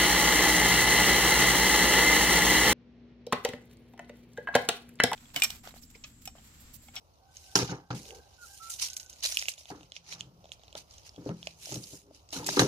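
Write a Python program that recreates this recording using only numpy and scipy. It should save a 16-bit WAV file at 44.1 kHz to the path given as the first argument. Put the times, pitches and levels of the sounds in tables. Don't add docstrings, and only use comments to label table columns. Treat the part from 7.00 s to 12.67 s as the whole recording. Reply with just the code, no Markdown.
import sys
import numpy as np
from scipy import signal
from scipy.fft import rfft, irfft, next_fast_len
from scipy.io import wavfile
from scipy.ndimage import uniform_filter1d

SR = 44100
rng = np.random.default_rng(int(sys.argv[2]) if len(sys.argv) > 2 else 0)


def attenuation_scalar(level_db):
    decades = np.asarray(level_db, float) / 20
    return 10 ** decades


def int16_out(signal):
    q = np.round(np.clip(np.atleast_2d(signal).T, -1, 1) * 32767)
    wavfile.write(sys.argv[1], SR, q.astype(np.int16))


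N = 250047
LAG, STICK_LAG = 13, 8
CONTROL_STEP = 32

# (centre [Hz], width [Hz], level [dB])
DEEP_MODES = [(66.5, 39, -19), (124, 21, -3), (169.6, 15.4, -1), (209.2, 11, -9.5)]
# (centre [Hz], width [Hz], level [dB])
UPPER_MODES = [(297, 73, 0.5), (394, 31, 1.5), (485, 75, -4.5)]
# (centre [Hz], width [Hz], level [dB])
STICK_TONES = [(787, 400, 11), (1178, 296, 3.5)]
# (centre [Hz], width [Hz], level [dB])
HARD_TONES = [(1583, 76, 8), (2039, 42, 2.5)]


def table():
    gain, upper_db, stick_db = spells()
    rub = rng.standard_normal((2, N)) * grit(per_s=200, spread_db=1.5, smooth=2.5)
    shaking = modes(rub[0], DEEP_MODES) + attenuation_scalar(upper_db) * modes(rub[0], UPPER_MODES)
    top = gain * attenuation_scalar(-1.0) * shaking + knocks() + scuff()

    pair = rub[0] + np.array([[0], [1.25]]) * rub[1]
    level = gain * attenuation_scalar(stick_db - 3.0)
    hard = np.sqrt(level / level.max())
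    sticks = level * (modes(pair, STICK_TONES) + attenuation_scalar(-2.0) * hard * modes(pair, HARD_TONES))
    sticks[0] = late(sticks[0], STICK_LAG) * attenuation_scalar(3.0)
    return np.array([late(top, count=7) * attenuation_scalar(0.94), top * attenuation_scalar(-0.5)]) + sticks


# (time [s], peak [dB], favoured mode [Hz], stick ring [Hz], stick ring [dB])
KNOCKS = [(0.555, -8, 423, 1346, -5), (0.59, -15.5, 298, 820, -18), (0.623, -15.5, 130, 726, -9),
          (0.692, -25.5, 148, 1500, 4.5), (0.718, -28, 65.5, 1540, -20), (0.905, -21.5, 124, 1358, 4.5),
          (0.939, -19.5, 198, 720, -20), (2.7, -43.5, 394, 780, 21), (4.177, -29, 181, 680, -10),
          (4.259, -27, 190, 616, -1), (4.294, -12.5, 188, 640, -19), (4.715, -38, 190, 850, 12),
          (4.758, -18.5, 250, 600, -4), (4.93, -35.5, 188, 606, 3), (5.361, -17.5, 296, 1440, -5),
          (5.385, -23.5, 120, 835, -9), (5.427, -32, 296, 890, 11), (5.487, -44, 549, 1080, -4),
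          (5.535, -31, 120, 610, 7), (5.617, -15, 300, 750, 4), (5.652, -13, 203, 623, -8),
          (5.568, -9, 363, 1200, -3.5), (5.593, -5.5, 332, 725, -2)]


def knocks():
    out, t = np.zeros(N), np.arange(SR // 4) / SR
    onset = 1 - np.exp(-t / 0.0017)
    for s, db, spot_hz, ring_hz, ring_db in KNOCKS:
        boom = 0
        for hz, width, mode_db in DEEP_MODES + UPPER_MODES:
            octaves_off = abs(np.log2(hz / spot_hz))
            decay = np.exp(-np.pi * 0.8 * width * t)
            boom = boom + attenuation_scalar(mode_db - 39.0 * octaves_off) * decay * np.sin(2 * np.pi * hz * t)
        ring = attenuation_scalar(ring_db - 60 * t / 0.031) * np.sin(2 * np.pi * ring_hz * t)
        add(out, s + 0.001506, attenuation_scalar(db - 10.5) * (boom / abs(boom).max() + ring) * onset)
    return out


# (time [s], boom [dB], fall [s], upper modes [dB], stick share [dB])
JOLTS = [(0.555, -27.5, 0.075, -1, 7.5), (0.588, -36.5, 0.15, 2.5, 6.5), (0.9042, -38.5, 0.15, 0, 2.5),
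         (2.704, -49, 0.18, 4.5, 8.5), (3.751, -54.5, 0.1, -3.5, 9), (4.18, -47.5, 0.2, 1, -13),
         (4.262, -43, 0.049, 11, -25), (4.716, -44, 0.12, 5, -3.5), (5.326, -68.5, 0.56, 20, 22.5),
         (5.364, -46.5, 1, 3, -0.5), (5.488, -46.5, 0.013, 4, 24.5), (5.57, -33, 0.067, 10.5, 7),
         (5.594, -20.5, 0.14, 3, 0)]
# (peak time [s], boom [dB], fall [s], upper modes [dB], stick share [dB])
SLIDES = [(.63, -33, 0.027, 5, -3.5), (0.726, -40.5, 0.11, 0, 0.5), (3.151, -65.5, 0.16, 0.5, 12),
          (3.27, -51, 0.31, -11.5, -25.5), (4.303, -34, 0.057, 0, -10), (4.42, -55, 0.32, -9, -13),
          (4.773, -42, 0.11, -3.5, -14), (4.942, -52, 0.043, 4.5, -7), (5.089, -63, 0.14, 6.5, -11),
          (5.55, -48.5, 0.072, -8, 3)]


def spells():
    power = 0
    for s, db, fall, upper_db, stick_db in JOLTS:
        parts = ((0, 1), (upper_db, 0.94), (stick_db, 0.57))
        power = power + np.array([hump(s, db + d, rise=0.0014, fall=fall * share) for d, share in parts])
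    for s, db, fall, upper_db, stick_db in SLIDES:
        swell = hump(s, db, rise=fall, fall=fall)
        power = power + swell * attenuation_scalar(2 * np.array([[0], [upper_db], [stick_db]]))
    boom, upper, stick = map(level_of, power)
    return attenuation_scalar(boom), upper - boom, stick - boom


# (level [dB], from [Hz], to [Hz])
SCUFF = (-53.5, 457, 440)


def scuff():
    db, start_hz, end_hz = SCUFF
    start_s, length_s = 1.05, 0.16
    out, u = np.zeros(N), np.linspace(0, 1, round(length_s * SR))
    hz = start_hz + (end_hz - start_hz) * u
    tone = resonate(resonate(rng.standard_normal(len(u)), hz, 91.0), hz, 220.0)
    add(out, start_s, attenuation_scalar(db) * np.sin(np.pi * u) ** 0.49 * evened(tone))
    return out


# (time [s], peak [dB], ring [Hz], bright part [dB])
SNAPS = [(0.3685, -33.5, 6300, -39), (1.701, -40, 6360, -8), (1.7127, -38, 6440, -10),
         (1.7381, -31, 6060, -12), (1.7971, -32, 5470, -15), (1.8175, -23.5, 5850, -15),
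         (1.849, -31, 5600, -20), (1.8657, -31, 5630, -29), (1.9004, -31.5, 6060, -14),
         (1.932, -32.5, 6400, -12), (1.9668, -26, 6100, -21), (1.9983, -33.5, 6100, -23),
         (2.0297, -39, 6270, -18), (2.0617, -40.5, 6400, -16), (2.097, -36.5, 6200, -12),
         (2.129, -38, 6400, -15), (2.1662, -58, 6590, -18), (2.2056, -41, 5700, -20),
         (2.344, -26, 6830, -18), (2.359, -51, 6000, -12), (2.389, -23.5, 5860, -14),
         (2.393, -20.5, 4960, -12), (2.433, -32, 5470, -12), (2.463, -35, 5800, -16),
         (2.5172, -34, 5150, -16), (2.537, -37, 6840, -3), (2.76, -52, 6000, -3), (3.192, -47, 5500, -25),
         (3.9, -55, 6800, -4), (3.909, -43, 5250, -22), (3.982, -40.5, 6330, -31), (4.645, -45, 6840, -21),
         (4.722, -29, 6600, -15), (4.7426, -26, 6400, -13), (4.8698, -40, 6840, -19),
         (5.1471, -46, 5700, -17), (5.2888, -42.5, 6000, -16), (5.3052, -40, 5200, -9),
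         (5.3265, -33, 5000, -5), (5.33, -35, 6000, -23), (5.388, -35, 4500, -4), (5.444, -31, 4400, -12),
         (5.463, -32, 6900, -1), (5.4905, -18.5, 5100, -19)]
# (time [s], peak [dB], ring [Hz], bright part [dB])
CLICKS = [(.9117, -32, 2950, -33), (1.054, -38.5, 2940, -8), (1.1068, -33.5, 2580, -35),
          (2.371, -13, 2780, 13.5), (2.4153, -29, 3330, -19), (2.4243, -23.5, 2310, -10),
          (2.4554, -30, 2760, -1), (2.4839, -14, 2710, -14), (2.579, -41, 3280, -12),
          (2.61, -44, 3650, -14), (2.6556, -36.5, 3320, -14), (2.6895, -40, 3340, -16),
          (2.809, -43.5, 3040, -31), (2.8308, -44, 3270, -39), (2.9199, -32, 3410, -19),
          (2.965, -27.5, 3100, -26), (3.1242, -30, 2640, -23), (3.2077, -23, 3200, -26),
          (3.4426, -46.5, 3150, -19), (3.455, -47, 3300, -30), (3.492, -48.5, 3500, -34),
          (3.595, -50, 3500, -28), (3.635, -46.5, 3300, -30), (4.145, -54, 3200, -30),
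          (4.757, -37, 2900, -25), (3.5185, -25, 3130, -19), (3.681, -42, 3480, -31),
          (3.7274, -38, 3030, -43), (3.7527, -29.5, 3130, -44), (4.161, -41.5, 3100, -35),
          (4.2914, -37, 2530, -36.5), (4.4285, -30.5, 3300, -30), (4.4712, -21, 2880, -39)]
# (time [s], peak [dB], ring [Hz], bright part [dB], length [ms])
CRACKS = [(0.5554, -4, 5120, -15, 1), (0.5892, -17, 5200, -17, 1.4), (0.682, -45, 3960, -32, 4),
          (0.905, -35, 3950, -33, 0.44), (1.825, -23, 5450, -22, 8.1), (2.224, -40, 3750, -20, 3.3),
          (2.237, -39, 5030, -12, 8.6), (2.2426, -19, 4100, -16, 1.5), (2.2506, -19.5, 3900, -20, 3.5),
          (2.2586, -19, 4160, -18, 2.4), (2.316, -33, 5000, -12, 2.5), (2.322, -23, 5800, -9, 4.1),
          (4.0673, -46, 5860, -20, 1.7), (4.0926, -37, 4950, -20, 1.5), (4.6569, -31, 5300, -15, 3.3),
          (4.838, -39, 4750, -18, 5.5), (5.567, -24, 4800, 12, 3.9), (5.5938, -4, 3780, -18, 0.77)]
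# (frequency [Hz], density [dB per Hz])
AIRY = [(4120, -23.5), (7000, -10), (7840, -13), (9630, -12), (15000, -21.5), (15900, -46.5),
        (16300, -40.5)]
# (frequency [Hz], density [dB per Hz])
NO_BASS = [(600, -90)]


def ticks():
    # length [ms], share of broad crack beside the ring, lag [samples]
    rows = [(*row, 2.4, 0.9, LAG) for row in SNAPS]
    rows += [(*row, 1.3, 0.75, LAG) for row in CLICKS]
    rows += [(*row, 0.9, STICK_LAG) for row in CRACKS]
    out, top, t = np.zeros((2, N)), np.zeros((2, N)), np.arange(1700) / SR
    first_touch = 2.18 * (abs(t - 0.0003) < 0.00004)
    thin = signal.butter(3, [1500., 7600.], "band", fs=SR, output="sos")
    for s, db, hz, bright_db, ms, share, lag in rows:
        a, b = rng.standard_normal((2, len(t))) + first_touch
        length = np.clip(ms, 0.3, 12) / 1000
        crack = (1 - np.exp(-t / (0.06 * length))) * np.exp(-t / length)
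        ring = signal.sosfilt(thin, resonate(resonate(a * crack, hz, 970.0), hz, 1900.0))
        wide = signal.sosfilt(thin, resonate(resonate(b * crack, 6500.0, 4800.0), 5600.0, 7600.0))
        tick = attenuation_scalar(db) * (ring / abs(ring).max() + share * wide / abs(wide).max())
        bright = attenuation_scalar(db + bright_db) * b * crack
        for port, delay in enumerate((lag / SR, 0)):
            add(out[port], s + delay, tick)
            add(top[port], s + delay, bright)
    out = attenuation_scalar(-0.44) * (out + attenuation_scalar(-4.0) * colour(top, NO_BASS + AIRY)) * sides()
    hollow = pops()
    return out + np.array([late(hollow, STICK_LAG) * attenuation_scalar(1.2), hollow * attenuation_scalar(-0.1)])


# (time [s], peak [dB])
POPS = [(.5886, -46), (2.2445, -38), (2.255, -34), (2.298, -43.5), (2.3223, -40), (2.4243, -42),
        (2.4839, -37.5), (3.4426, -43), (3.7527, -28), (4.2914, -25.5), (3.455, -44), (4.4712, -28),
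        (4.671, -36.5), (4.692, -35.5), (5.11, -39), (4.7222, -31.5), (4.7431, -42.5), (5.3303, -33.5),
        (5.4899, -22.5), (5.5931, -32)]


def pops():
    out, t = np.zeros(N), np.arange(1300) / SR
    envelope = np.exp(-t / 0.0024) * (1 - np.exp(-t / 0.00072))
    rows = POPS + [(row[0], -47.5) for row in CLICKS]
    for s, db in rows:
        hz = 640 * attenuation_scalar(0.7 * rng.standard_normal())
        add(out, s, attenuation_scalar(db) * np.sin(2 * np.pi * hz * t) * envelope)
    return out


# (frequency [Hz], density [dB per Hz])
DRY = [(880, -12), (1500, -13.5), (1920, -8.5), (3010, 0.5), (3370, -5), (3920, 0), (4420, -1), (5870, 0.5),
       (6720, -2.5), (7750, -27.5), (9000, -25), (11700, -55.5), (19800, -120)]


def rustle():
    level_db, bright_db = handling()
    noise = rng.standard_normal((3, N)) * grit(per_s=700, spread_db=3, smooth=1.2)
    scrapes = patchy(ports(noise[0], noise[1:]), spread_db=2.4)
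    body = evened(colour(scrapes, NO_BASS + DRY))
    airy = evened(colour(scrapes, NO_BASS + AIRY))
    return (body + airy * attenuation_scalar(bright_db)) * attenuation_scalar(level_db) * sides() ** 0.6


# (peak time [s], level [dB], rise [s], fall [s], brightness [dB])
SHAKES = [(0.557, -24.5, 0.0032, 0.081, -6), (.592, -31, .004, 0.11, -15.5),
          (0.907, -43, 0.0021, 0.051, -43), (0.948, -49, .004, 0.14, -4), (1.148, -53, .004, 0.062, -3.5),
          (5.465, -39, 0.0047, 0.05, 6.5), (1.7, -45.5, 0.0072, 0.14, 8), (1.823, -32.5, 0.024, 0.1, -1.5),
          (1.799, -36.5, 0.022, 0.018, -4), (1.966, -44, 0.004, 0.027, 9), (1.998, -48, 0.0045, 0.071, 2),
          (1.933, -49, .004, 0.024, 4), (2.097, -59.5, .004, 0.029, 11), (2.227, -37.5, .004, 0.056, -17),
          (2.238, -34, 0.013, 0.22, -0.5), (2.391, -40.5, 0.017, 0.11, -2),
          (2.484, -39.5, 0.0047, 0.051, 4.5), (2.585, -51.5, 0.02, 0.096, -3),
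          (2.701, -48.5, 0.059, 0.055, -7), (2.965, -47, 0.056, 0.042, -19),
          (3.128, -41, 0.084, 0.061, -13.5), (3.199, -54.5, 0.033, 0.097, -12.5),
          (3.524, -50.5, 0.0065, 0.044, -8), (3.776, -42.5, 0.022, 0.055, -7.5),
          (3.919, -58.5, 0.075, 0.52, -9.5), (4.069, -49.5, 0.032, 0.033, -7),
          (4.284, -53, 0.095, 0.061, -11.5), (4.475, -53.5, 0.22, 0.13, -8.5), (4.755, -45, 0.12, 0.085, 0),
          (5.152, -59, 0.055, 0.12, -7.5), (5.333, -37.5, 0.019, .14, -4), (5.594, -24, 0.012, 0.095, -8)]
# (start [s], level [dB], hold [s], brightness [dB])
RUBS = [(0.357, -60, 0.35, -0.5), (0.69, -42, 0.015, -50), (0.972, -55.5, 0.13, -2.5),
        (1.17, -66, 0.71, -8.5), (1.434, -62.5, 0.15, 7), (1.627, -56.5, 0.055, 1.5),
        (2.098, -59.5, 0.13, -4), (2.76, -65, 0.099, -12), (3.452, -66.5, .09, -31),
        (3.614, -66, 0.16, -36), (4.632, -49.5, 0.069, -1), (4.821, -56.5, 0.15, 2),
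        (5.497, -38, 0.068, -4)]


def handling():
    idle_db, idle_bright_db = -74, -27
    parts = [(hump(s, db, rise, fall), bright) for s, db, rise, fall, bright in SHAKES]
    parts += [(hump(s, db, 0.068, 0.083, hold), bright) for s, db, hold, bright in RUBS]
    body = level_of(attenuation_scalar(2 * idle_db) + sum(power for power, _ in parts))
    airy_power = sum(power * attenuation_scalar(2 * bright) for power, bright in parts)
    airy = level_of(attenuation_scalar(2 * (idle_db + idle_bright_db)) + airy_power)
    return body, airy - body


def patchy(x, spread_db):
    z = signal.stft(x, nperseg=256, noverlap=192)[2]
    spots = rng.standard_normal(z.shape[1:])
    spots = uniform_filter1d(spots, size=3, axis=0)
    spots = evened(uniform_filter1d(spots, size=14, axis=1))
    return signal.istft(z * attenuation_scalar(spread_db * spots), nperseg=256, noverlap=192)[1][:, :N]


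# (time [s], left over right [dB])
HANDS = [(0, -2), (1.5, -5), (2.3, -3), (3.6, -4), (4.1, -3.5), (4.8, -4), (5.3, -1), (5.67, 1.5)]


def sides():
    pan_db, = columns(HANDS, np.arange(N) / SR)
    return attenuation_scalar(np.array([pan_db, -pan_db]) / 2)


# (time [s], pitch [Hz], level [dB])
WHISTLES = [
    [(1.38, 1500, -65), (1.4, 1448, -65), (1.435, 1430, -51.5), (1.465, 1275, -68)],
    [(1.595, 1280, -61), (1.615, 1334, -53.5), (1.68, 1345, -53), (1.73, 1380, -71)],
]
# (time [s], pitch [Hz], level [dB], second harmonic [dB])
CROW = [(.2, 770, -60.5, -16), (.3, 761, -65, -7), (.6, 775, -60, -5), (1.0, 790, -60, -8.5),
        (1.18, 785, -56.5, -3.5), (1.3, 775, -61.5, -7), (1.4, 790, -71, -5), (1.5, 795, -65, 4),
        (1.6, 785, -63.5, -7), (1.8, 755, -63.5, 0), (1.95, 755, -66, 2), (2.1, 750, -75.5, 13.5),
        (2.2, 723, -87, 12)]


def birds():
    out = np.zeros(N)
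    for rows in WHISTLES:
        t = np.arange(rows[0][0], rows[-1][0], 1 / SR)
        hz, db = columns(rows, t)
        note = np.sqrt(2) * np.sin(2 * np.pi * np.cumsum(hz) / SR)
        add(out, t[0], attenuation_scalar(db + 3.5) * note * signal.windows.tukey(len(t), 0.15))

    t = np.arange(N) / SR
    hz, db, octave_db = columns(CROW, t)
    breath = rng.standard_normal(N)
    first = evened(resonate(resonate(breath, hz, 55.), hz, 90.))
    second = evened(resonate(resonate(breath, 2 * hz, 55.), 2 * hz, 90.))
    calling = (t >= CROW[0][0]) & (t <= CROW[-1][0])
    waver_db = 3 * evened(uniform_filter1d(rng.standard_normal(N), size=3500))
    out += calling * attenuation_scalar(db - 9 + waver_db) * (first + attenuation_scalar(octave_db) * second)
    return np.array([np.roll(out, 4) * attenuation_scalar(-2.5), out * attenuation_scalar(3.0)])


def walls(x):
    length, spacing = SR // 4, 20
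    taps = np.zeros((2, length))
    slots = np.arange(100, length - spacing, spacing)
    at = slots + rng.integers(0, spacing, (2, len(slots)))
    np.put_along_axis(taps, at, rng.choice([-1., 1.], at.shape), 1)
    taps *= attenuation_scalar(-60 * np.arange(length) / SR / 0.21)
    return signal.fftconvolve(x, taps / np.linalg.norm(taps[0]), axes=1)[:, :N]


# (frequency [Hz], density [dB per Hz])
YARD = [(12, -42), (20, -5.5), (71, 7), (194, -11), (402, -12), (548, -8.5), (667, -9.5), (858, -10),
        (1380, -17.5), (1730, -33.5), (5320, -27.5), (6290, -45.5), (7240, -32.5), (15000, -30.5),
        (16300, -63.5)]


def yard():
    noise = rng.standard_normal((3, N))
    swell_db = 2.0 * evened(uniform_filter1d(rng.standard_normal(N), 9000))
    return attenuation_scalar(-62 + swell_db) * evened(colour(ports(noise[0], noise[1:]), YARD))


# (frequency [Hz], shared power [0 to 1])
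LIKENESS = [(60, 1), (300, 0.15), (700, 0.93), (3000, 0.033), (9000, 0.02)]


def ports(shared, own):
    same = np.clip(read(LIKENESS, np.fft.rfftfreq(N, 1 / SR)), 0, 1)
    pair = rfft(np.array([np.roll(shared, LAG), shared]))
    return irfft(np.sqrt(same) * pair + np.sqrt(1 - same) * rfft(own), N)


def grit(per_s, spread_db, smooth):
    hits = rng.random(N) < per_s / SR
    size = attenuation_scalar(spread_db * np.minimum(rng.exponential(1, N), 4)) * hits
    return evened(signal.oaconvolve(size, np.exp(-np.arange(900) / 71.0))[:N]) + smooth


def resonate(x, hz, width):
    turn = np.exp(2j * np.pi * np.cumsum(hz * np.ones(x.shape[-1])) / SR)
    r = np.exp(-np.pi * width / SR)
    return 2 * (turn * signal.lfilter([1 - r], [1, -r], x / turn)).real


def modes(x, rows):
    return evened(sum(attenuation_scalar(db) * resonate(resonate(x, hz, w), hz, 2 * w) for hz, w, db in rows))


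def hump(s, db, rise, fall, hold=0.):
    t = np.arange(0, N + CONTROL_STEP, CONTROL_STEP) / SR
    drop = np.maximum((s - t) / max(rise, 1e-3), (t - s - hold) / max(fall, 1e-3))
    return attenuation_scalar(2 * (db - 23.5 * np.clip(drop, 0, 8)))


def level_of(power):
    return np.interp(np.arange(N), np.arange(len(power)) * CONTROL_STEP, 10 * np.log10(power))


def colour(x, points):
    size = next_fast_len(N + 4096)
    gain = attenuation_scalar(read(points, np.fft.rfftfreq(size, 1 / SR)))
    return irfft(rfft(x, size) * gain, size)[..., :N]


def read(points, hz):
    f, value = np.transpose(points)
    return np.interp(np.log(hz + 1), np.log(f + 1), value)


def columns(rows, t):
    s, *rest = np.transpose(rows)
    return [np.interp(t, s, c) for c in rest]


def evened(x):
    return x / np.sqrt(np.mean(x ** 2) + 1e-20)


def late(x, count):
    return np.pad(x, (count, 0))[:N]


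def add(mix, s, sound):
    part = mix[..., round(s * SR):][..., :sound.shape[-1]]
    part += sound[..., :part.shape[-1]]


def scene():
    near, far = ticks(), birds()
    echoes = walls(attenuation_scalar(-15) * near + attenuation_scalar(-10) * far)
    return table() + near + rustle() + far + echoes + yard()


def top_cut(x):
    return signal.sosfilt(signal.butter(12, 16480, fs=SR, output="sos"), x)


def record(dry):
    cut = signal.sosfilt(signal.butter(3, 45., "high", fs=SR, output="sos"), dry)
    cut = signal.sosfilt(signal.butter(14, 15500., fs=SR, output="sos"), cut)
    knee = cut / (1 + abs(cut) ** 4) ** 0.25 * 0.97
    return top_cut(knee)


dry = scene()
out = record(dry)
int16_out(out)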